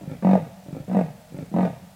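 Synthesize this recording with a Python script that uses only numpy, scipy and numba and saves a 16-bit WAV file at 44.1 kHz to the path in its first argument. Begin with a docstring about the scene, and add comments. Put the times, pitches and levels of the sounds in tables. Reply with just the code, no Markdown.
"""The bush at night, with a leopard a little right of centre before a mid-side pair of microphones.
It saws out three rasps: a soft in-breath stroke, then a loud out-breath stroke.
Slow flaps of the vocal folds and puffs of breath ring a deep chest resonance and the throat.
Close scatter and a long faint echo answer from the bush; behind lie night hiss and a chirping cricket."""
import sys
import numpy as np
from scipy import signal
from scipy.fft import rfft, irfft
from scipy.io import wavfile
from numba import njit

SR = 44100
rng = np.random.default_rng(int(sys.argv[2]) if len(sys.argv) > 2 else 0)


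def gain_from_decibels(decibels):
    """Convert decibel values to linear amplitude factors."""
    exponent = np.asarray(decibels, float) / 20
    return 10 ** exponent


def int16_out(signal):
    """Quantize to a 16-bit WAV file."""
    q = np.round(np.clip(np.atleast_2d(signal).T, -1, 1) * 32767)
    wavfile.write(sys.argv[1], SR, q.astype(np.int16))


N = 85995
LEAD = SR  # samples kept ahead of time zero, for the stroke before

# Out-breath strokes, one list each: (time [s], flap rate [Hz], chest drive [dB], throat drive [dB],
# relative breath noise [dB], chest resonance [Hz], mouth opening [factor on the throat resonances])
OUT_BREATHS = [
    [(.224, 41.57, -18, -32, -31.5, 190, 0.75), (.248, 44.72, -6, -11.5, -28.5, 193, 1.08),
     (.28, 47.48, -9, -15, -26, 197, 1.06), (.354, 48.58, -12.5, -11.5, -21.5, 195, 0.99),
     (.374, 43.73, -22.5, -30, -29, 190.4, 0.87), (.41, 41.2, -17.5, -52, -39.5, 167, 1.03),
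     (.466, 46.7, -30.5, -36, -40, 155, 0.97), (.51, 43, -60, -63, -63, 151, 0.39)],
    [(.88, 60.48, -22, -33, -39, 178, 0.78), (.94, 59.4, -12.5, -28, -29, 205, 1.19),
     (.953, 47.62, -3.5, -11.5, -29, 195, 1.05), (.99, 47.18, -19.5, -17, -24, 192, 0.88),
     (1.012, 46.68, -18, -16, -28, 182.6, 1), (1.04, 36.44, -18.5, -46, -36.5, 167, 0.92),
     (1.1, 50, -26.5, -47, -45, 156, 1.09), (1.16, 45, -84, -53, -60, 156, 0.58)],
    [(1.515, 39.16, -24.5, -36, -50.5, 175, 0.41), (1.54, 41.45, -11.5, -20, -37, 188.5, 1.18),
     (1.575, 45.27, -8, -11, -29.5, 197.4, 1.066), (1.63, 47.13, -10, -17.5, -25, 197.4, 0.994),
     (1.66, 43.59, -17.5, -18, -22.5, 182.5, 0.92), (1.7, 35.85, -20, -31, -39.5, 169, 1),
     (1.77, 28.2, -33.5, -59, -48, 152, 0.99), (1.83, 34, -74, -58, -65, 157, 0.54)],
]
# In-breath strokes, one list each: the same columns
IN_BREATHS = [
    [(.011, 44.55, -36.5, -35, -49.5, 152, 1.08), (.078, 49.15, -19, -37.5, -47.5, 162, 0.94),
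     (.118, 52.8, -23, -27, -39, 156, 0.95), (.152, 63, -24, -65.5, -41.5, 155, 0.92),
     (.195, 52.7, -34, -55, -57.5, 141, 0.48)],
    [(.662, 44.64, -28, -35, -58, 161, 1.01), (.729, 46.9, -20, -35, -44.5, 161.7, 1.02),
     (.766, 57.04, -28, -26.5, -46, 155, 0.89), (.801, 58.3, -21, -43, -45, 147, 0.92),
     (.85, 56.1, -51, -46.5, -54, 153, 1.06)],
    [(1.322, 44.53, -23, -35.5, -54.5, 157, 0.88), (1.388, 47.73, -21, -32, -39.5, 166, 1.05),
     (1.425, 57, -23, -29.5, -44.5, 160, 0.86), (1.458, 54.7, -31, -48, -49, 148, 0.82),
     (1.495, 52.7, -27, -62, -53.5, 143.5, 0.73)],
]
# Throat resonances on the out-breath: (frequency [Hz], width [Hz], relative level [dB])
OUT_RESONANCES = [(284.2, 54, -3), (541.3, 49.4, -4), (619, 43, -6), (684, 63, 1), (789, 80, -3.5),
                  (904, 34, -9.5), (1223, 79, -23.5), (1505, 78, -32.5), (1684, 80, -31.5), (1892, 93, -32),
                  (2173, 57, -40), (2406, 160, -36.5), (3586, 150, -42.5), (3900, 2000, -44),
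                  (5630, 1300, -44.5), (7700, 2000, -44)]
# Throat resonances on the in-breath: (frequency [Hz], width [Hz], relative level [dB])
IN_RESONANCES = [(288.7, 42, 3.5), (390, 35, -6.5), (560, 55, 3.5), (841, 52, -6), (1412, 71, -26),
                 (1780, 157, -24), (2090, 140, -32.5), (2365, 200, -21.5), (3430, 410, -27.5),
                 (4460, 400, -41)]
# How slowly the far echo dies: (frequency [Hz], time to fall 60 dB [s])
ECHO_T60 = [(100, 1.5), (190, 0.49), (600, 1.9), (1500, 1.3), (4000, 0.61)]
# Colour of the far echo: (frequency [Hz], level [dB])
ECHO_COLOUR = [(100, -1), (190, -22.5), (350, -26.5), (600, -23), (1500, -16.5), (4000, -5.5)]
# Colour of the scatter from nearby ground and scrub: (frequency [Hz], level [dB])
SCATTER_COLOUR = [(300, -32), (600, -18), (1100, -16), (1900, -6), (4000, -9)]
# Night hiss in the mid channel: (frequency [Hz], relative level [dB])
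MID_HISS = [(15, -56), (25, -3), (96, -23), (179, 9.5), (316, -23.5), (413, -49.5), (587, -6.5),
            (1010, -19.5), (1730, -21), (15800, -30)]
# Night hiss in the side channel: (frequency [Hz], relative level [dB])
SIDE_HISS = [(15, -48), (25, -16), (110, -12), (189, -30), (299, -22), (2320, -30), (3980, -26),
             (15800, -29)]
# Cricket loudness: (time [s], level [dB])
CRICKET_LEVEL = [(0.0, -72), (0.238, -85), (0.27, -98), (0.504, -76), (0.966, -68), (1.134, -77),
                 (1.384, -68.5), (1.738, -74), (1.802, -83), (1.95, -74)]

# Vocal folds
FLAP_S = 0.00055  # time scale of one softened flap
WEAK_CHEST_DB, WEAK_THROAT_DB = -9, -3  # every other in-breath flap is weaker by this
SIZE_SPREAD_DB = 1.0  # random spread from flap to flap
REBOUND_AT = 0.3973  # a lighter second slap, this share of the way to the next flap
REBOUND_DB, REBOUND_SPREAD_DB = -11, 3.5
PUFF_SHARE, PUFF_FLOOR = 0.39, 0.18  # decay of a puff in flap periods; steady part of the breath

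# Chest: rings long in strong strokes, short when slack, around and under SLACK_DB
CHEST_WIDTH_HZ, SLACK_WIDTH_HZ, SLACK_DB = 14.6, 34, -25
SMOOTH_WIDTH_HZ, SLACK_SMOOTH_WIDTH_HZ = 69, 270  # a second resonance rounds the first
TAUT_FROM_HZ = 131.3  # a taut chest gives little below this
CHEST_PUFF_DB = -14

# Throat and mouth
THROAT_PUFF_DB, UPPER_PUFF_DB = -7, 10.5
THROAT_FROM_HZ, UPPER_FROM_HZ = 155, 1024
STEADY_FROM_HZ, UPPER_MOUTH_SHARE = 850, 0.35  # from here up, resonances follow the mouth less
MOUTH_BASS_HZ = 50  # the mouth radiates little below this


def leopard():
    """Breath strokes of three rasps, radiated by the mouth, plus an out-breath before time zero."""
    strokes = [stroke(rows, OUT_RESONANCES, -1, uneven=0) for rows in OUT_BREATHS]
    strokes += [stroke(rows, IN_RESONANCES, 1, uneven=1) for rows in IN_BREATHS]
    first_s, first_sound = strokes[0]
    strokes.append((first_s - 0.65, first_sound))  # before time zero: heard chiefly as echo
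    out = np.zeros(LEAD + N + SR)
    for start_s, sound in strokes:
        at = LEAD + round(start_s * SR)
        out[at:at + len(sound)] += sound
    return steep(out, MOUTH_BASS_HZ, "high")


def stroke(rows, resonances, sign, uneven):
    """Fold flaps and the puffs of breath after them drive the chest and the throat."""
    rows = np.array(rows)
    start_s, end_s = rows[0, 0], rows[-1, 0]
    t = np.arange(start_s, end_s + 0.52, 1 / SR)  # leaves time to ring out
    rate_hz, chest_db, throat_db, breath_db, chest_hz, mouth = (
        np.interp(t, rows[:, 0], column) for column in rows.T[1:])
    turns = np.cumsum(rate_hz) / SR
    count = turns.astype(int)
    on = t < end_s

    chest_size, throat_size = gain_from_decibels(SIZE_SPREAD_DB * rng.standard_normal((40, 2))[count]).T
    flaps = sign * on * (np.diff(count, prepend=-1) > 0)
    weak = uneven * (count % 2 == 0)
    again = np.diff(np.floor(turns - REBOUND_AT), prepend=-1) > 0
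    rebound_size = gain_from_decibels(REBOUND_DB + REBOUND_SPREAD_DB * rng.standard_normal(40)[count])
    rebounds = sign * on * again * rebound_size

    puff_shape = evened(PUFF_FLOOR + np.exp(-(turns % 1) / PUFF_SHARE))
    puffs = on * gain_from_decibels(breath_db) * puff_shape * rng.standard_normal(len(t)) / 10

    chest_flaps = flaps * chest_size * gain_from_decibels(chest_db + WEAK_CHEST_DB * weak)
    throat_flaps = (flaps + rebounds) * throat_size * gain_from_decibels(throat_db + WEAK_THROAT_DB * weak)
    slack = 1 / (1 + gain_from_decibels(2 * (chest_db - SLACK_DB)))
    slack = np.maximum(slack, uneven)  # always slack on the in-breath
    sound = chest(chest_flaps, puffs, chest_hz, slack) + throat(throat_flaps, puffs, mouth, resonances)
    return start_s, sound


def chest(flaps, puffs, chest_hz, slack):
    """Two gliding resonances in a row, broader when the chest is slack."""
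    width_hz = CHEST_WIDTH_HZ + (SLACK_WIDTH_HZ - CHEST_WIDTH_HZ) * slack
    smooth_hz = SMOOTH_WIDTH_HZ + (SLACK_SMOOTH_WIDTH_HZ - SMOOTH_WIDTH_HZ) * slack
    flow = ring(flaps + gain_from_decibels(CHEST_PUFF_DB) * puffs, chest_hz, width_hz)
    flow = ring(flow * 2 * np.pi * smooth_hz / SR, chest_hz, smooth_hz)
    # radiated pressure follows the change of flow
    pressure = np.gradient(flow) * SR / (2 * np.pi * chest_hz)
    return slack * pressure + (1 - slack) * steep(pressure, TAUT_FROM_HZ, "high")


def throat(flaps, puffs, mouth, resonances):
    """Resonances shifted by the mouth: softened flaps feed the lower, raw flaps and more breath the upper."""
    n = np.arange(200)
    soft = np.exp(-n / SR / FLAP_S * 2) * n
    lower_drive = np.convolve(flaps, soft / soft.sum())[:len(flaps)] + gain_from_decibels(THROAT_PUFF_DB) * puffs
    upper_drive = flaps + gain_from_decibels(UPPER_PUFF_DB) * puffs
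    lower, upper = np.zeros(len(flaps)), np.zeros(len(flaps))
    for hz, width_hz, db in resonances:
        moved_hz = hz * mouth ** (1 if hz < STEADY_FROM_HZ else UPPER_MOUTH_SHARE)
        if hz < UPPER_FROM_HZ:
            lower += gain_from_decibels(db) * ring(lower_drive, moved_hz, width_hz)
        else:
            upper += gain_from_decibels(db) * ring(upper_drive, moved_hz, width_hz)
    lower = steep(lower, UPPER_FROM_HZ, "low", order=6)
    return steep(lower, THROAT_FROM_HZ, "high") + steep(upper, UPPER_FROM_HZ, "high")


def ring(x, hz, width_hz):
    """A resonance: a unit click becomes a dying sine that starts from height 1."""
    return ring_down(x, np.exp((2j * hz - width_hz) * np.pi / SR) * np.ones(len(x)))


@njit
def ring_down(x, pole):
    """One complex pole that may move from sample to sample."""
    y, state = np.zeros(len(x)), 0j
    for n in range(len(x)):
        state = state * pole[n] + x[n]
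        y[n] = state.imag
    return y


def bush(x):
    """Quick scatter nearby and a long far echo whose bands die at their own speeds."""
    hz, t, bands = signal.stft(rng.standard_normal(2 * SR), SR, nperseg=512)
    fade = gain_from_decibels(-60 * t / read(ECHO_T60, hz)[:, None]) * (t > 0.03)  # a gap before the far echo [s]
    band_size = np.sqrt(256 * (fade ** 2).sum(axis=1))[:, None]
    far = signal.istft(bands * fade / band_size, SR, nperseg=512)[1][:2 * SR]

    t = np.arange(2 * SR) / SR
    near = rng.standard_normal(len(t)) * gain_from_decibels(-60 * t / 0.3) * (t > 0.004)  # falls 60 dB in 0.3 s
    near = near / np.linalg.norm(near)
    tail = colour(far, ECHO_COLOUR) + colour(near, SCATTER_COLOUR)
    tail = tail[:-SR // 4]  # leaves off what the filter wraps round to the end
    return signal.fftconvolve(x, tail)[:len(x)]


def cricket():
    """Noise through one narrow high resonance, throbbing in quick chirps."""
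    t = np.arange(N) / SR
    chirp_phase = 2 * np.pi * 24.46 * (t - 0.97)  # chirps per second; one peaks at 0.97 s
    throb = evened(np.exp(4.2 * np.cos(chirp_phase)))  # a larger factor sharpens the chirps
    tone = evened(ring(rng.standard_normal(N), 7800, 760))
    return gain_from_decibels(np.interp(t, *np.transpose(CRICKET_LEVEL))) * throb * tone


def hiss(shape, db):
    """Steady night hiss: white noise given a spectrum and an overall rms level."""
    return gain_from_decibels(db) * evened(colour(rng.standard_normal(N), shape))


def colour(x, shape):
    """Filters by a (frequency [Hz], level [dB]) table."""
    return irfft(rfft(x) * gain_from_decibels(read(shape, np.fft.rfftfreq(len(x), 1 / SR))), len(x))


def read(points, hz):
    """Reads a table on a log-frequency axis."""
    f, value = np.transpose(points)
    return np.interp(np.log(hz + 1), np.log(f + 1), value)


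def steep(x, hz, kind, order=3):
    """Low-pass or high-pass Butterworth filter."""
    return signal.sosfilt(signal.butter(order, hz, kind, fs=SR, output="sos"), x)


def evened(x):
    """Scales to rms 1."""
    return x / np.sqrt(np.mean(x ** 2) + 1e-20)


def scene():
    """Mid-side pair: cat slightly right of centre with its echo, cricket in the middle, hiss all round."""
    cat = leopard()
    cat = (cat + bush(cat))[LEAD:LEAD + N]
    mid = cat + hiss(MID_HISS, -49.5) + cricket()
    side = hiss(SIDE_HISS, -72.5) - gain_from_decibels(-42.5) * cat  # minus leans to the right
    return np.array([mid + side, mid - side])


def top_cut(x):
    """Nothing passes above the cut-off."""
    return signal.sosfilt(signal.butter(12, 15910, fs=SR, output="sos"), x)


def record(dry):
    """Takes the stereo mix as it stands to its final form."""
    return top_cut(dry)


dry = scene()
out = record(dry)
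int16_out(out)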